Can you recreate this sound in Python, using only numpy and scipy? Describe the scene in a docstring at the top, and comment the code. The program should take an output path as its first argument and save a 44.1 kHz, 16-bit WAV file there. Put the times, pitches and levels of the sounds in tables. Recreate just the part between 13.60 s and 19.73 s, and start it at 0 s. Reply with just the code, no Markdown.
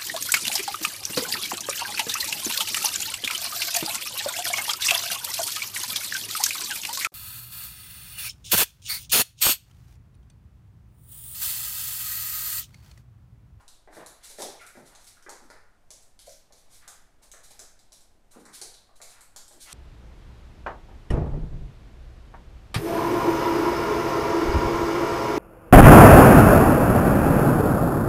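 """A bare room with a hard wooden floor: a dog trots round a cat, a few metres from a phone. Claws are short
noise skids through a horn resonance; paws are soft pushes that ring the boards. A plastic bag crackles in dense
random clicks; fur and pads scuff as swells of filtered noise. Echoes and a diffuse tail draw these out; a
hollow panel, bumped once, rings on its own modes. Faint room tone and low hand rumble, both shaped noise, lie
under everything; a sharp click ends it."""
import sys
import numpy as np
from scipy import signal
from scipy.fft import rfft, irfft
from scipy.io import wavfile

SR = 44100
rng = np.random.default_rng(int(sys.argv[2]) if len(sys.argv) > 2 else 0)


def master_out(mix):
    """Clip the mix to full scale and print it as 16-bit PCM to the path in sys.argv[1]."""
    frames = np.transpose(np.atleast_2d(mix))
    ceiling = np.clip(frames, -1, 1)
    pcm = np.round(ceiling * 32767).astype(np.int16)
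    wavfile.write(sys.argv[1], SR, pcm)


N = 270377


def undb(db):
    """Decibels to amplitude."""
    return 10 ** (np.asarray(db) / 20)


def unit(x):
    """Scale to an RMS of 1."""
    return x / np.sqrt(np.mean(x ** 2))


def colour(x, points):
    """Filter by a curve of (frequency [Hz], gain [dB]) points, -90 dB outside it."""
    hz, db = np.transpose(points)
    f = np.maximum(np.fft.rfftfreq(len(x), 1 / SR), .1)
    gain_db = np.interp(np.log(f), np.log(hz), db, left=-90, right=-90)
    return irfft(rfft(x) * undb(gain_db), len(x))


def ring(x, hz, width_hz):
    """Two-pole resonance, gain 1 at the centre."""
    b, a = signal.iirpeak(hz, hz / width_hz, fs=SR)
    return signal.lfilter(b, a, x)


def add(track, s, sound):
    """Mix a sound in at time s."""
    i = int(s * SR)
    track[i:i + len(sound)] += sound[:N - i]


def swell(ms):
    """A soft rise and fall lasting ms, then silence up to half a second."""
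    shape = np.zeros(SR // 2)
    count = int(ms * SR / 1000)
    shape[:count] = np.hanning(count)
    return shape


def burst(ms, rise_ms):
    """Rough contact: noise that rises fast and dies within about ms, with its energy evened out."""
    t_ms = np.arange(2048) / SR * 1000
    shape = (1 - np.exp(-t_ms / rise_ms)) * np.exp(-(t_ms / ms) ** 4)
    sound = rng.standard_normal(2048) * shape
    return sound * np.sqrt(np.sum(shape ** 2) / np.sum(sound ** 2))


# Spectrum of the room's bed: (frequency [Hz], relative level [dB per Hz])
TONE_SPECTRUM = [(35, 17), (60, -7.5), (196, -1), (498, -4), (706, -1), (1180, -10), (1970, -13.5),
                 (2660, -16), (4140, -19.5), (8710, -20.5), (15600, -30.5)]
TONE_DB = -68  # overall RMS


def room_tone():
    """The faint steady bed of the room, as shaped noise."""
    return undb(TONE_DB) * unit(colour(rng.standard_normal(N), TONE_SPECTRUM))


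# Spectrum of the hand on the phone: (frequency [Hz], relative level [dB per Hz])
RUMBLE_SPECTRUM = [(1.8, -35), (3.0, 16), (16, 2), (69, -14), (103, -13), (125, -24), (150, -22),
                   (200, -32), (330, -120)]
RUMBLE_DB = -56.5  # overall RMS


def hand_rumble():
    """The hand on the phone, as noise concentrated in the lowest frequencies."""
    return undb(RUMBLE_DB) * unit(colour(rng.standard_normal(N), RUMBLE_SPECTRUM))


# Treble colour of the phone's microphone, applied to bag and claws: (frequency [Hz], gain [dB])
BRIGHT_COLOUR = [(880, -36), (1500, -1.5), (1930, -15), (2110, -2), (2650, -12.5), (4030, -0.5),
                 (4580, -4.5), (9740, -2), (14100, -15), (15600, -26)]
# Crackles of the bag: (time [s], level before colouring and swell [dB], swell length [ms])
BAG_CRACKLES = [(0, -62.5, 20), (.30, -55, 107), (0.622, -43.5, 46), (0.673, -47.5, 59), (0.763, -42, 78),
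                (0.99, -55, 52), (1.131, -60, 82), (1.238, -55, 61), (1.367, -59.5, 93), (1.461, -48, 25),
                (1.8, -67, 78), (2.6, -55, 30), (2.654, -50.5, 29), (2.71, -52, 27), (2.929, -62.5, 100),
                (3.074, -55.5, 130), (3.615, -54, 34), (3.826, -49.5, 32), (3.899, -48, 19),
                (4.705, -53, 24), (4.79, -56.5, 22), (4.918, -44, 58), (5.351, -55.5, 23), (5.416, -46, 17),
                (5.438, -55, 116), (5.901, -55.5, 44), (5.989, -45, 61), (6.06, -46, 170)]
BAG_HZ = 7160
CREASES_PER_S, CREASE_SPREAD_DB = 5000, 1.5  # mean count; mean of the exponential spread in size


def bag():
    """Creasing plastic snaps in dense clicks of random time, sign and size, under a soft swell."""
    out = np.zeros(N)
    for s, db, ms in BAG_CRACKLES:
        chance, side, size = rng.random((3, SR // 2))
        snaps = (chance < CREASES_PER_S / SR) * np.sign(side - .5)
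        creases = snaps * undb(-CREASE_SPREAD_DB * np.log(1 - size))
        crackle = unit(ring(creases, BAG_HZ, 2.0 * BAG_HZ))
        add(out, s, undb(db) * swell(ms) * crackle)
    return colour(out, BRIGHT_COLOUR)


# Pads and fur sliding, the dog snuffling: (time [s], level before swell [dB], centre [Hz],
# breadth [share of centre, held to 0.1-2.5], swell length [ms])
SCUFF_SWELLS = [(0, -54, 825, 1.3, 13.6), (.36, -55.5, 970, 1.1, 83), (.59, -65, 1390, 5.1, 94),
                (.975, -56.5, 2230, 0.3, 60), (.99, -55.5, 1457, 0.16, 72), (1.25, -65, 900, 1.6, 177),
                (1.54, -65.5, 1460, 0.37, 74), (2.97, -75.5, 720, 2.8, 250), (3.19, -64, 1460, 0.88, 83),
                (3.58, -71, 780, 2.2, 97), (4.70, -62.5, 880, 1.2, 104), (4.90, -81, 1390, 0.75, 32),
                (5.46, -66, 1350, 1.14, 200), (6.04, -53.5, 1330, 2.8, 97)]


def scuffs():
    """Soft friction and puffs of air: noise passed twice through one resonance."""
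    out = np.zeros(N)
    for s, db, hz, breadth, ms in SCUFF_SWELLS:
        width = hz * np.clip(breadth, .1, 2.5)
        noise = rng.standard_normal(SR // 2)
        friction = unit(ring(ring(noise, hz, width), hz, width))
        add(out, s, undb(db) * swell(ms) * friction)
    return out


# Claws on the boards, the last row a sharp click at the end: (time [s], level before colouring [dB], horn
# resonance [Hz])
CLAW_TICKS = [(0.0795, -39.5, 5200), (0.459, -59, 8000), (0.4618, -36.5, 10700), (0.8204, -24, 6400),
              (1.065, -39.5, 8600), (1.3503, -43, 5600), (1.4434, -45.5, 9100), (1.625, -45.5, 4960),
              (1.6933, -32.5, 4600), (1.901, -42.5, 4680), (2.3051, -36, 6200), (2.4244, -50, 8450),
              (2.591, -39.5, 4670), (2.693, -41.5, 5730), (2.9236, -43, 4250), (3.278, -34.5, 6300),
              (3.7155, -37, 6040), (3.9927, -33.5, 5600), (4.191, -50, 6370), (4.3206, -42.5, 5000),
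              (4.329, -42.5, 7100), (4.4068, -50, 7500), (4.725, -52, 9500), (4.8533, -44, 6810),
              (5.015, -28, 6250), (5.141, -42.5, 4500), (5.416, -35, 6440), (5.6076, -42.5, 9400),
              (5.762, -32.5, 5700), (5.88, -42, 7100), (6.128, -27, 5660)]
SKID_MS, SKID_MS_PER_DB, FIRM_DB = 2.7, -.03, -33.5  # skid at the firm level; lighter ones drag longer
CLAW_BREADTH, CLAW_BROAD_SHARE = 0.81, 0.36  # resonance width as share of centre; unfiltered part


def claws():
    """Each claw chatters over the varnish for a few ms; the small horn tip sets the colour."""
    out = np.zeros(N)
    for s, db, hz in CLAW_TICKS:
        skid_ms = SKID_MS + SKID_MS_PER_DB * (db - FIRM_DB)
        chatter = burst(skid_ms, rise_ms=0.14)
        horn = ring(chatter, hz, CLAW_BREADTH * hz)
        add(out, s, undb(db) * (horn + CLAW_BROAD_SHARE * chatter))
    return colour(out, BRIGHT_COLOUR)


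# Paw landings: (time [s], thud peak level [dB], thud centre [Hz], knock level re thud [dB])
PAW_LANDINGS = [(0.2752, -43.5, 730, -3.5), (0.328, -47.5, 805, 3), (0.368, -37, 600, -4),
                (0.373, -43, 210, -25), (0.701, -51.5, 680, -14), (0.786, -33, 555, -5.5),
                (0.802, -32, 620, -7), (0.823, -33, 550, -22), (1.153, -44, 560, -2),
                (1.172, -41.5, 320, -32), (1.664, -42.5, 520, 4), (1.686, -40.5, 910, -7),
                (1.82, -52, 279, -20), (1.9014, -45, 795, 4), (2.174, -87, 760, -56),
                (2.306, -51.5, 720, -17), (2.907, -53.5, 740, -7), (3.276, -53, 910, 8),
                (3.7382, -50.5, 740, 6), (3.908, -50, 660, -6), (3.994, -49.5, 730, 1.5),
                (4.318, -57.5, 696, -18), (4.551, -61, 249, -19), (4.761, -42.5, 324, -27),
                (4.856, -53.5, 258, 6.5), (4.886, -52.5, 356, 4), (5.016, -44, 520, -40),
                (5.292, -56.5, 1050, -18), (5.403, -47, 860, -1), (5.761, -49, 920, -1),
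                (5.91, -49.5, 766, -5), (5.943, -54.5, 293, -7)]
PUSH_MS = 0.73  # contact time of a pad
MEAN_PAD_GAP_MS, PAD_FADE_DB = 2.399, -3  # average lag and level step from pad to pad
THUD_BREADTH = 0.95  # width of the boards' first resonance as share of its centre


def paws():
    """Three pads push the boards at random short lags and ring them; the toes add a short knock."""
    out = np.zeros(N)
    t_ms = np.arange(4096) * 1000 / SR
    for s, db, hz, knock_db in PAW_LANDINGS:
        push = np.zeros(4096)
        for k, chance in enumerate(rng.random(3)):
            lag_ms = MEAN_PAD_GAP_MS * k * 2 * chance
            contact = np.clip((t_ms - lag_ms) / PUSH_MS, 0, 1)
            push += undb(PAD_FADE_DB * k) * np.sin(np.pi * contact) ** 2
        knock = ring(ring(push, 1840, 2270), 2480, 3160)
        width = hz * THUD_BREADTH
        thud = ring(ring(push, hz, width), hz, 2.55 * width)
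        landing = thud / thud.max() + undb(knock_db) * knock / knock.max()
        add(out, s, undb(db) * landing)
    return out


# Decay of the diffuse field: (frequency [Hz], time to fall 60 dB [s])
ROOM_DECAY = [(200, 0.34), (500, 0.48), (1400, 0.81), (3700, 0.6), (7000, 0.42), (13000, 0.43)]
# Early echoes off near cupboards and walls: (delay [ms], level re direct [dB])
EARLY_ECHOES = [(5, -4.5), (8.5, -5), (11.5, -13.5), (16, -17.5)]
DIFFUSE_DB = 5.5  # gain of the diffuse field
BUILD_S = 0.0055  # time constant of its build-up


def room(x):
    """Direct sound, early echoes, and a diffuse field whose energy builds and dies band by band."""
    response = np.zeros(2048)
    response[0] = 1
    for ms, db in EARLY_ECHOES:
        response[int(ms * SR / 1000)] += undb(db)
    hz, t60 = np.transpose(ROOM_DECAY)
    build = np.exp(-1 / (BUILD_S * SR))
    field = np.zeros(N)
    for band in 125 * 2 ** np.arange(0, 7, 1 / 6):  # sixth-octave centres
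        edges = [band * 2 ** (-1 / 12), band * 2 ** (1 / 12)]
        sixth = signal.butter(2, edges, "band", fs=SR, output="sos")
        # share of the energy kept from one sample to the next
        keep = 1000 ** (-2 / (SR * np.interp(np.log(band), np.log(hz), t60)))
        energy = signal.lfilter([1 - keep], [1, -keep], signal.sosfilt(sixth, x) ** 2)
        energy = signal.lfilter([1 - build], [1, -build], energy)
        # running noise stands in for late reflections that shift as the animals move
        reflections = unit(signal.sosfilt(sixth, rng.standard_normal(N)))
        field += np.sqrt(energy) * reflections
    return signal.fftconvolve(x, response)[:N] + undb(DIFFUSE_DB) * field


# A paw bumping the hollow panel: (time [s], level [dB])
PANEL_BUMPS = [(2.672, -48)]
# Modes of the panel: (frequency [Hz], level re bump [dB], time to fall 60 dB [s])
PANEL_MODES = [(460, -6, .12), (517, -4, .3), (564, 0, .36), (632, 0, .33), (668, -6, .3), (705, -1, .18),
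               (1017, -15, .15)]


def panel():
    """A hollow knock: close modes of alternating sign beat together as they fade."""
    out = np.zeros(N)
    t = np.arange(SR // 2) / SR
    modes = np.zeros(SR // 2)
    for k, (hz, db, t60) in enumerate(PANEL_MODES):
        modes += (-1) ** k * undb(db - 60 * t / t60) * np.sin(2 * np.pi * hz * t)
    knock = (1 - np.exp(-t / 0.0005)) * modes  # 0.5 ms onset
    for s, db in PANEL_BUMPS:
        add(out, s, undb(db) * knock)
    return out


def scene():
    """Animals and bag sound in the room; panel, room tone and rumble join without added echo."""
    animals = room(bag() + scuffs() + claws() + paws())
    return (animals + panel() + room_tone() + hand_rumble())[None]


TOP_HZ = 15730  # upper limit of the phone


def record(dry):
    """The phone cuts the top with a steep low-pass."""
    top_cut = signal.ellip(12, .2, 70, TOP_HZ, fs=SR, output="sos")
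    return signal.sosfilt(top_cut, dry)


dry = scene()
out = record(dry)
master_out(out)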